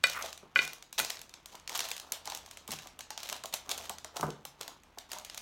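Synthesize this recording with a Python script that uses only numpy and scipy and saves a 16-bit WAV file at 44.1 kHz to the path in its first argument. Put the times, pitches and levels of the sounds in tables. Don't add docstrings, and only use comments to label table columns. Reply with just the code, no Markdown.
import sys
import numpy as np
from scipy import signal
from scipy.fft import rfft, irfft, next_fast_len
from scipy.io import wavfile
from scipy.ndimage import map_coordinates

SR = 44100
rng = np.random.default_rng(int(sys.argv[2]) if len(sys.argv) > 2 else 0)


def to_wav(s):
    ch = np.atleast_2d(s).T
    pcm = np.round(np.clip(ch, -1, 1) * 32767)
    wavfile.write(sys.argv[1], SR, pcm.astype(np.int16))


N = 238933

# pitch_hz, level_db (per Hz)
ROOM_TONE_SPECTRUM = [(20, 4), (35, 2), (75, -8), (120, -7.5), (250, -8), (600, -16.5), (1200, -16.5),
                      (3000, -19), (8000, -49), (16000, -62.5)]
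# pitch_hz, t60_s
KITCHEN_DECAY = [(100, 0.61), (500, 0.32), (1500, 0.32), (4000, 0.3), (8000, 0.21), (15000, 0.16)]
# start_s, ring_db, thud_db
COUNTER_THUMPS = [(0.040, -54.5, -55), (0.429, -58, -51), (0.565, -54, -49), (0.62, -51, -48.5),
                  (1.001, -55, -45), (2.688, -51, -47.5), (2.725, -53, -51), (4.196, -42.5, -53),
                  (4.2295, -30.5, -37.5), (4.281, -43, -38)]
# pitch_hz, level_db, t60_s
COUNTER_MODES = [(75, -2, .25), (151, 6.5, .21), (207, -4, .14), (285, -8, .1), (395, -4, .11),
                 (610, -9, .06), (740, 1, .06), (900, 3, .045), (1130, -8, .04), (1290, -3, .04),
                 (1510, -2, .04), (2050, -12, .035)]
# pitch_hz, level_db (per Hz)
COUNTER_THUD_SPECTRUM = [(40, -14), (100, -4), (220, -1), (420, 1), (700, -11.5), (1500, -32), (5000, -53)]
# start_s, level_db, contact_cutoff_hz, rim_modes_db, top_modes_db, crack_db
PAN_KNOCKS = [(0.039, -13.5, 7950, 1, -2, -1), (0.5591, -12.5, 2700, 1.5, -6.5, -3),
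              (0.5898, -14, 3100, -4, -3, -9.5), (0.9981, -27.5, 3930, 6.5, -15, -7)]
# pitch_hz, level_db, t60_s
PAN_MODES = [(549, -14, .07), (1110, -17, .07), (1390, -12, .06), (1490, -3, .06), (1590, -11, .06),
             (2003, -7, .085), (2080, -16, .06), (2435, 1, .075), (2975, -7, .06), (3450, -7, .02),
             (3750, -2, .045), (4200, -6, .03), (4510, -2, .045), (5120, -16, .06), (5540, -17, .08),
             (8005, -10, .08)]
# pitch_hz, level_db (per Hz)
CONTACT_SPECTRUM = [(40, -30), (200, -14), (700, -10), (1400, -1), (4300, 1), (5200, -8), (16000, -7)]
# pitch_hz, level_db (per Hz)
PAN_THUD_SPECTRUM = [(60, -23), (200, -8.5), (330, 0), (500, 5), (750, -4), (1500, -28.5), (6000, -52)]
# time_s, level_db
PAN_SLIDE = [(0.09, -100), (0.151, -39), (0.20, -41.5), (0.26, -52.5), (0.36, -100)]
# pitch_hz, level_db (per Hz)
SCRAPE_SPECTRUM = [(300, -19), (900, -7.5), (1350, 2.5), (1650, -7), (2100, -5.5), (4000, -24.5)]
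# start_s, level_db, hollow_hz (resonance under the hand)
FINGER_PATS = [(0.238, -35, 680), (0.452, -50, 851), (1.544, -39.5, 990), (2.122, -40.5, 1247),
               (2.274, -36, 910), (2.32, -35, 860), (2.68, -45, 1000), (2.857, -41, 920), (2.989, -42, 760),
               (3.104, -39, 858), (3.319, -34, 680), (3.439, -35, 675), (3.536, -35.5, 630),
               (3.69, -33.5, 645), (3.795, -38.5, 660), (3.897, -31.5, 760), (4.045, -38.5, 730),
               (4.162, -31, 700), (4.45, -41, 845), (4.606, -36, 562), (4.677, -41.5, 700),
               (4.973, -39.5, 700), (5.13, -35, 734), (5.16, -39, 940)]
# pitch_hz, level_db (per Hz)
CRUMB_SPECTRUM = [(30, -23), (160, -13.5), (330, -7), (620, -2.5), (900, -0.5), (1300, -4), (2000, -21),
                  (4000, -31.5)]
# start_s, length_s, paper_crinkle_db, crumb_crunch_db
HAND_PRESSES = [(0.037, 0.09, -42.5, -56), (0.206, 0.07, -43, -52), (0.573, 0.16, -61, -59),
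                (0.996, 0.15, -48, -61), (1.48, 0.06, -57.5, -67), (1.689, 0.10, -46, -44),
                (1.806, 0.10, -48, -52), (2, 0.2, -68, -59.5), (2.243, 0.11, -49, -51),
                (2.422, 0.15, -63.5, -67), (2.679, 0.16, -52, -81), (3.17, 0.19, -48, -58),
                (3.64, 0.05, -62, -52), (3.697, 0.16, -49, -50.5), (4.123, 0.17, -64.5, -50.5),
                (4.577, 0.14, -66, -57), (5.087, 0.11, -54.5, -58), (5.32, 0.09, -58.5, -74)]
# pitch_hz, level_db (per Hz)
CRINKLE_SPECTRUM = [(200, -25.5), (700, 2), (1500, -4.5), (2500, -2), (3700, 1.5), (4900, -2.5),
                    (6400, -0.5), (8500, -9), (10300, -11.5), (12000, -10.5), (16000, -15.5)]
# start_s, length_s, level_db
CRACKLE_BURSTS = [(0.034, 0.0053, -36), (0.546, 0.12, -42.5), (0.979, 0.028, -29), (1.745, 0.027, -34.5),
                  (1.834, 0.031, -43.5), (2.714, 0.031, -41), (3.524, 0.029, -38.5), (3.695, 0.034, -36),
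                  (4.156, 0.023, -40), (4.603, 0.034, -48.5)]
# start_s, level_db, treble_db (weighted by pitch in paper_snaps)
LOUD_SNAPS = [(0.1157, -32, -15), (0.26, -27.5, -22), (0.376, -33, -22), (0.6185, -24, -33),
              (0.6762, -25, -20), (0.7321, -27.5, -7), (0.8245, -33, -22), (0.9272, -27, -8),
              (0.9795, -23, -25), (0.9911, -12.5, -4.5), (0.9984, -15.5, 2.5), (1.099, -25.5, -2.5),
              (1.1697, -33.5, -42), (1.1914, -34, -22), (1.2151, -30, -9), (1.3391, -31.5, -26),
              (1.458, -30.5, -8), (1.6758, -24.5, -25), (1.694, -23, -22), (1.7531, -34, -3.5),
              (1.7752, -22, 6), (1.8128, -34, -9.5), (1.8872, -26, 1), (1.9044, -29.5, -3),
              (1.9653, -26, -16), (1.9983, -27.5, -11.5), (2.1205, -15, -6), (2.2553, -28.5, -16),
              (2.274, -25, -30.5), (2.3205, -26, -44), (2.3484, -23, -7.5), (2.373, -28.5, -15),
              (2.5112, -29.5, -18), (2.5714, -30.5, -17), (2.677, -27, -5), (2.7168, -21, -8),
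              (2.7873, -28, -34), (2.9905, -28, -16), (3.0065, -27, -24), (3.1044, -23, -24),
              (3.1762, -23, -31), (3.2893, -24, -9), (3.3264, -20.5, -15.5), (3.4372, -26, -22),
              (3.4565, -25, -7.5), (3.5383, -16, -5.5), (3.6923, -22, -11), (3.7134, -20.5, -7),
              (3.7772, -26, -3), (3.8949, -20.5, -11), (3.9828, -38.5, -18), (4.0452, -26, -21.5),
              (4.1671, -23.5, -7), (4.2091, -23.5, -10), (4.3036, -30, -30), (4.4514, -25, -5),
              (4.6106, -24, -15), (4.6785, -27, -17), (4.985, -26.5, -19), (5.1314, -25.5, -14),
              (5.1846, -29, -10), (5.248, -26.5, -17), (5.2979, -28, -30), (5.345, -30, -11),
              (5.375, -27, -11)]
# pitch_hz, level_db (per Hz)
CRACK_SPECTRUM = [(200, -34.5), (700, -10), (1500, -8.5), (2500, -6.5), (3700, -2.5), (4900, -7), (6400, 0),
                  (8500, -3.5), (10300, -5.5), (12000, -2.5), (16000, -8.5)]
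# pitch_hz, level_db (per Hz)
FLAP_SPECTRUM = [(100, -11), (350, -2.5), (650, 11.5), (950, 4.5), (1400, -1.5), (2500, -26), (6000, -27)]

TOP_HZ = 16100
PAN_THUD_DB = -3.5
CLUMP_DB, CLUMPS_PER_S = 1, 25
PRESS_ATTACK_S, PRESS_RELEASE_T60_S = 0.019, 0.2
REST_PAPER_DB, REST_CRUMB_DB = -71.5, -62.5
FLAP_DB = -16.5
SMALL_SNAP_DB, SMALL_SNAP_SPREAD_DB, SMALL_SNAP_TREBLE_DB = -22.5, 5.5, -18.5
SMALL_SNAP_GROWTH = .7


def amp(db):
    return 10 ** (np.asarray(db) / 20)


def unit(x):
    return x / np.sqrt(np.mean(x ** 2) + 1e-20)


def along(points, hz):
    point_hz, value = np.transpose(points)
    return np.interp(np.log(hz + 1), np.log(point_hz + 1), value)


def curves(rows):
    time_s, *columns = np.transpose(rows)
    return [np.interp(np.arange(N) / SR, time_s, column) for column in columns]


def fade(t, t60):
    return np.exp(-np.log(1000) * t / t60)


def add(track, start_s, sound):
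    start = max(round(start_s * SR), 0)
    part = track[start:start + len(sound)]
    part += sound[:len(part)]


def colour(x, spectrum, size=4096):
    log_gain = np.log(amp(along(spectrum, np.fft.rfftfreq(size, 1 / SR))))
    cepstrum = irfft(log_gain)
    cepstrum[1:size // 2] *= 2
    cepstrum[size // 2 + 1:] = 0
    response = irfft(np.exp(rfft(cepstrum)))
    return signal.fftconvolve(x, response / np.linalg.norm(response))[:len(x)]


def wobble(rate):
    knots = rng.standard_normal(int(N * rate / SR) + 4)
    return map_coordinates(knots, [np.arange(N) * rate / SR])


def grains(rate, spread_db, t60):
    chance, size, noise = rng.random(N), rng.standard_normal(N), rng.standard_normal(N)
    power = (chance < rate / SR) * amp(spread_db * np.clip(size, -2, 2)) ** 2
    power_decay = fade(np.arange(SR // 20) / SR, t60) ** 2
    envelope = np.sqrt(np.abs(signal.fftconvolve(power, power_decay)[:N]))
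    return unit(noise * envelope)


def ring(modes, t, scatter_db):
    hz, db, t60 = np.transpose(modes)[:, :, None]
    strength = amp(db + scatter_db * rng.standard_normal(hz.shape))
    return strength * fade(t, t60) * np.sin(2 * np.pi * (hz * t + rng.random(hz.shape)))


def burst(t, t60, after_db, after_t60, rise=.0005):
    x = rng.standard_normal(len(t)) * (fade(t, t60) + amp(after_db) * fade(t, after_t60))
    x *= 1 - np.exp(-(t / rise) ** 2)
    return x / np.linalg.norm(x)


def room_tone():
    waver = amp(1.5 * wobble(3.5))
    air = amp(-64) * waver * colour(rng.standard_normal(N), ROOM_TONE_SPECTRUM)
    hum_hz = 77.0
    hum = np.sin(2 * np.pi * hum_hz * np.arange(N) / SR + 2.3 * wobble(7.4))
    return air + amp(-71.5 + 4.3 * wobble(3.19)) * hum


def kitchen(x, count=27):
    out = np.zeros(N)
    for index in np.array_split(np.arange(N), count):
        hz, t, bins = signal.stft(rng.standard_normal(SR * 2 // 3), SR, nperseg=256)
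        decay = fade(t, along(KITCHEN_DECAY, hz)[:, None])
        tail = signal.istft(bins * decay, SR, nperseg=256)[1]
        tail *= 1 - np.exp(-np.arange(len(tail)) / SR / .008)
        answer = signal.fftconvolve(x[index], tail / np.linalg.norm(tail))
        add(out, index[0] / SR, answer)
    return out


def counter():
    out, t = np.zeros(N), np.arange(SR // 2) / SR
    hz = np.transpose(COUNTER_MODES)[0][:, None]
    swell = 1 - np.exp(-t / (0.03 * (150 / hz) ** 2))
    for start_s, ring_db, thud_db in COUNTER_THUMPS:
        boom = (ring(COUNTER_MODES, t, scatter_db=0.6) * swell).sum(axis=0)
        knock = colour(rng.standard_normal(len(t)) * fade(t, t60=0.083), CRUMB_SPECTRUM)
        thud = colour(rng.standard_normal(len(t)) * fade(t, t60=0.13), COUNTER_THUD_SPECTRUM)
        add(out, start_s, amp(ring_db) * (boom + amp(2.5) * knock) + amp(thud_db) * thud)
    return out


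def pan_knocks():
    out, t = np.zeros(N), np.arange(SR // 3) / SR
    hz = np.transpose(PAN_MODES)[0]
    for start_s, db, contact_hz, rim_db, top_db, crack_db in PAN_KNOCKS:
        shares = amp(rim_db * (hz < 1800) + top_db * (hz > 3300))
        clink = shares @ ring(PAN_MODES, t, scatter_db=1)
        crack = burst(t, t60=0.0068, after_db=-11.5, after_t60=0.0097, rise=0.00028)
        crack = colour(crack, CONTACT_SPECTRUM)
        band_hz = [650, min(contact_hz, SR / 3)]
        passband = signal.butter(2, band_hz, "bandpass", fs=SR, output="sos")
        hit = signal.sosfilt(passband, clink + amp(crack_db + 22.5) * crack)
        add(out, start_s, amp(db - 3.0) * hit)
        thud = colour(burst(t, t60=0.012, after_db=-13, after_t60=0.068), PAN_THUD_SPECTRUM)
        add(out, start_s, amp(db + PAN_THUD_DB) * thud)
    return out


def pan_slide():
    slide_db, = curves(PAN_SLIDE)
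    sliding = slide_db > np.transpose(PAN_SLIDE)[1][[0, -1]].max()
    scrape = colour(grains(rate=360, spread_db=0, t60=0.027), SCRAPE_SPECTRUM)
    return sliding * amp(slide_db) * scrape


def pats():
    out, t = np.zeros(N), np.arange(SR // 8) / SR
    hz = np.geomspace(30, 16000, 110)
    for start_s, db, hollow_hz in FINGER_PATS:
        puff = rng.standard_normal(len(t)) * fade(t, t60=0.054) * (1 - np.exp(-t / 0.0023))
        hollow = 9 / (1 + (np.log2(hz / hollow_hz) / 0.23) ** 2)
        spectrum = np.column_stack([hz, along(CRUMB_SPECTRUM, hz) + hollow])
        add(out, start_s, amp(db) * colour(puff, spectrum))
    return out


def pressure():
    paper, crumb = np.full(N, amp(REST_PAPER_DB)), np.full(N, amp(REST_CRUMB_DB))
    t = np.arange(SR) / SR
    for start_s, length_s, paper_db, crumb_db in HAND_PRESSES:
        attack = np.minimum(t / PRESS_ATTACK_S, 1)
        shape = attack * fade(np.maximum(t - length_s, 0), PRESS_RELEASE_T60_S)
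        add(paper, start_s, amp(paper_db) * shape)
        add(crumb, start_s, amp(crumb_db) * shape)
    return paper, crumb


def rustle(paper, crumb):
    creases = grains(rate=850, spread_db=5.2, t60=.008)
    crumbs = grains(rate=450, spread_db=4, t60=.018)
    clumps = amp(CLUMP_DB * wobble(CLUMPS_PER_S))
    crinkle = amp(-2.5) * paper * colour(creases, CRINKLE_SPECTRUM)
    crunch = amp(-6.5) * crumb * clumps * colour(crumbs, CRUMB_SPECTRUM)
    return crinkle + crunch


def crackle_bursts():
    strength = np.zeros(N)
    for start_s, length_s, db in CRACKLE_BURSTS:
        window = signal.windows.tukey(max(round(length_s * SR), 8), .5)
        add(strength, start_s, amp(db) * window)
    return strength * colour(grains(rate=2000, spread_db=7.0, t60=0.0089), CRINKLE_SPECTRUM)


def small_snaps(paper, count=34):
    strain = (paper / paper.max()) ** SMALL_SNAP_GROWTH
    share = (np.arange(count) + rng.random(count)) / count
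    at = np.minimum(np.searchsorted(np.cumsum(strain) / strain.sum(), share), N - 1)
    scatter_db = SMALL_SNAP_SPREAD_DB * rng.standard_normal(count)
    db = SMALL_SNAP_DB + 20 * np.log10(strain[at]) + scatter_db
    return [(start_s, level, SMALL_SNAP_TREBLE_DB) for start_s, level in zip(at / SR, db)]


def paper_snaps(snaps):
    out, t = np.zeros(N), np.arange(SR // 16) / SR
    hz = np.geomspace(200, 16000, 20)
    for start_s, db, treble_db in snaps:
        tilt = along([(5000, 0.042), (12000, 0.61)], hz) * treble_db
        crack = burst(t, t60=.009, after_db=-17, after_t60=.028, rise=.0008)
        crack = colour(crack, np.column_stack([hz, along(CRACK_SPECTRUM, hz) + tilt]))
        flap = burst(t, t60=0.016, after_db=-15.5, after_t60=0.019, rise=0.0016)
        flap = colour(flap, FLAP_SPECTRUM)
        add(out, start_s, amp(db + 10.5) * (crack + amp(FLAP_DB) * flap))
    return out


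def scene(walls=2):
    paper, crumb = pressure()
    snaps = list(LOUD_SNAPS) + small_snaps(paper)
    hands = rustle(paper, crumb) + crackle_bursts() + pats()
    clinks = pan_knocks() + pan_slide()
    thumps = counter()
    wet = kitchen(amp(-9.0) * hands + amp(-13.5) * clinks + amp(-11.0) * thumps)
    snap_answer = sum(kitchen(paper_snaps(snaps)) for wall in range(walls))
    wet += amp(-7.0) * snap_answer / np.sqrt(walls)
    return (paper_snaps(snaps) + hands + clinks + thumps + wet + room_tone())[None]


def record(dry):
    low_cut = signal.butter(6, 34, "highpass", fs=SR, output="sos")
    x = signal.sosfilt(low_cut, dry)
    size = next_fast_len(N + SR // 2)
    kept = np.fft.rfftfreq(size, 1 / SR) < TOP_HZ
    return irfft(rfft(x, size) * kept, size)[:, :N]


dry = scene()
out = record(dry)
to_wav(out)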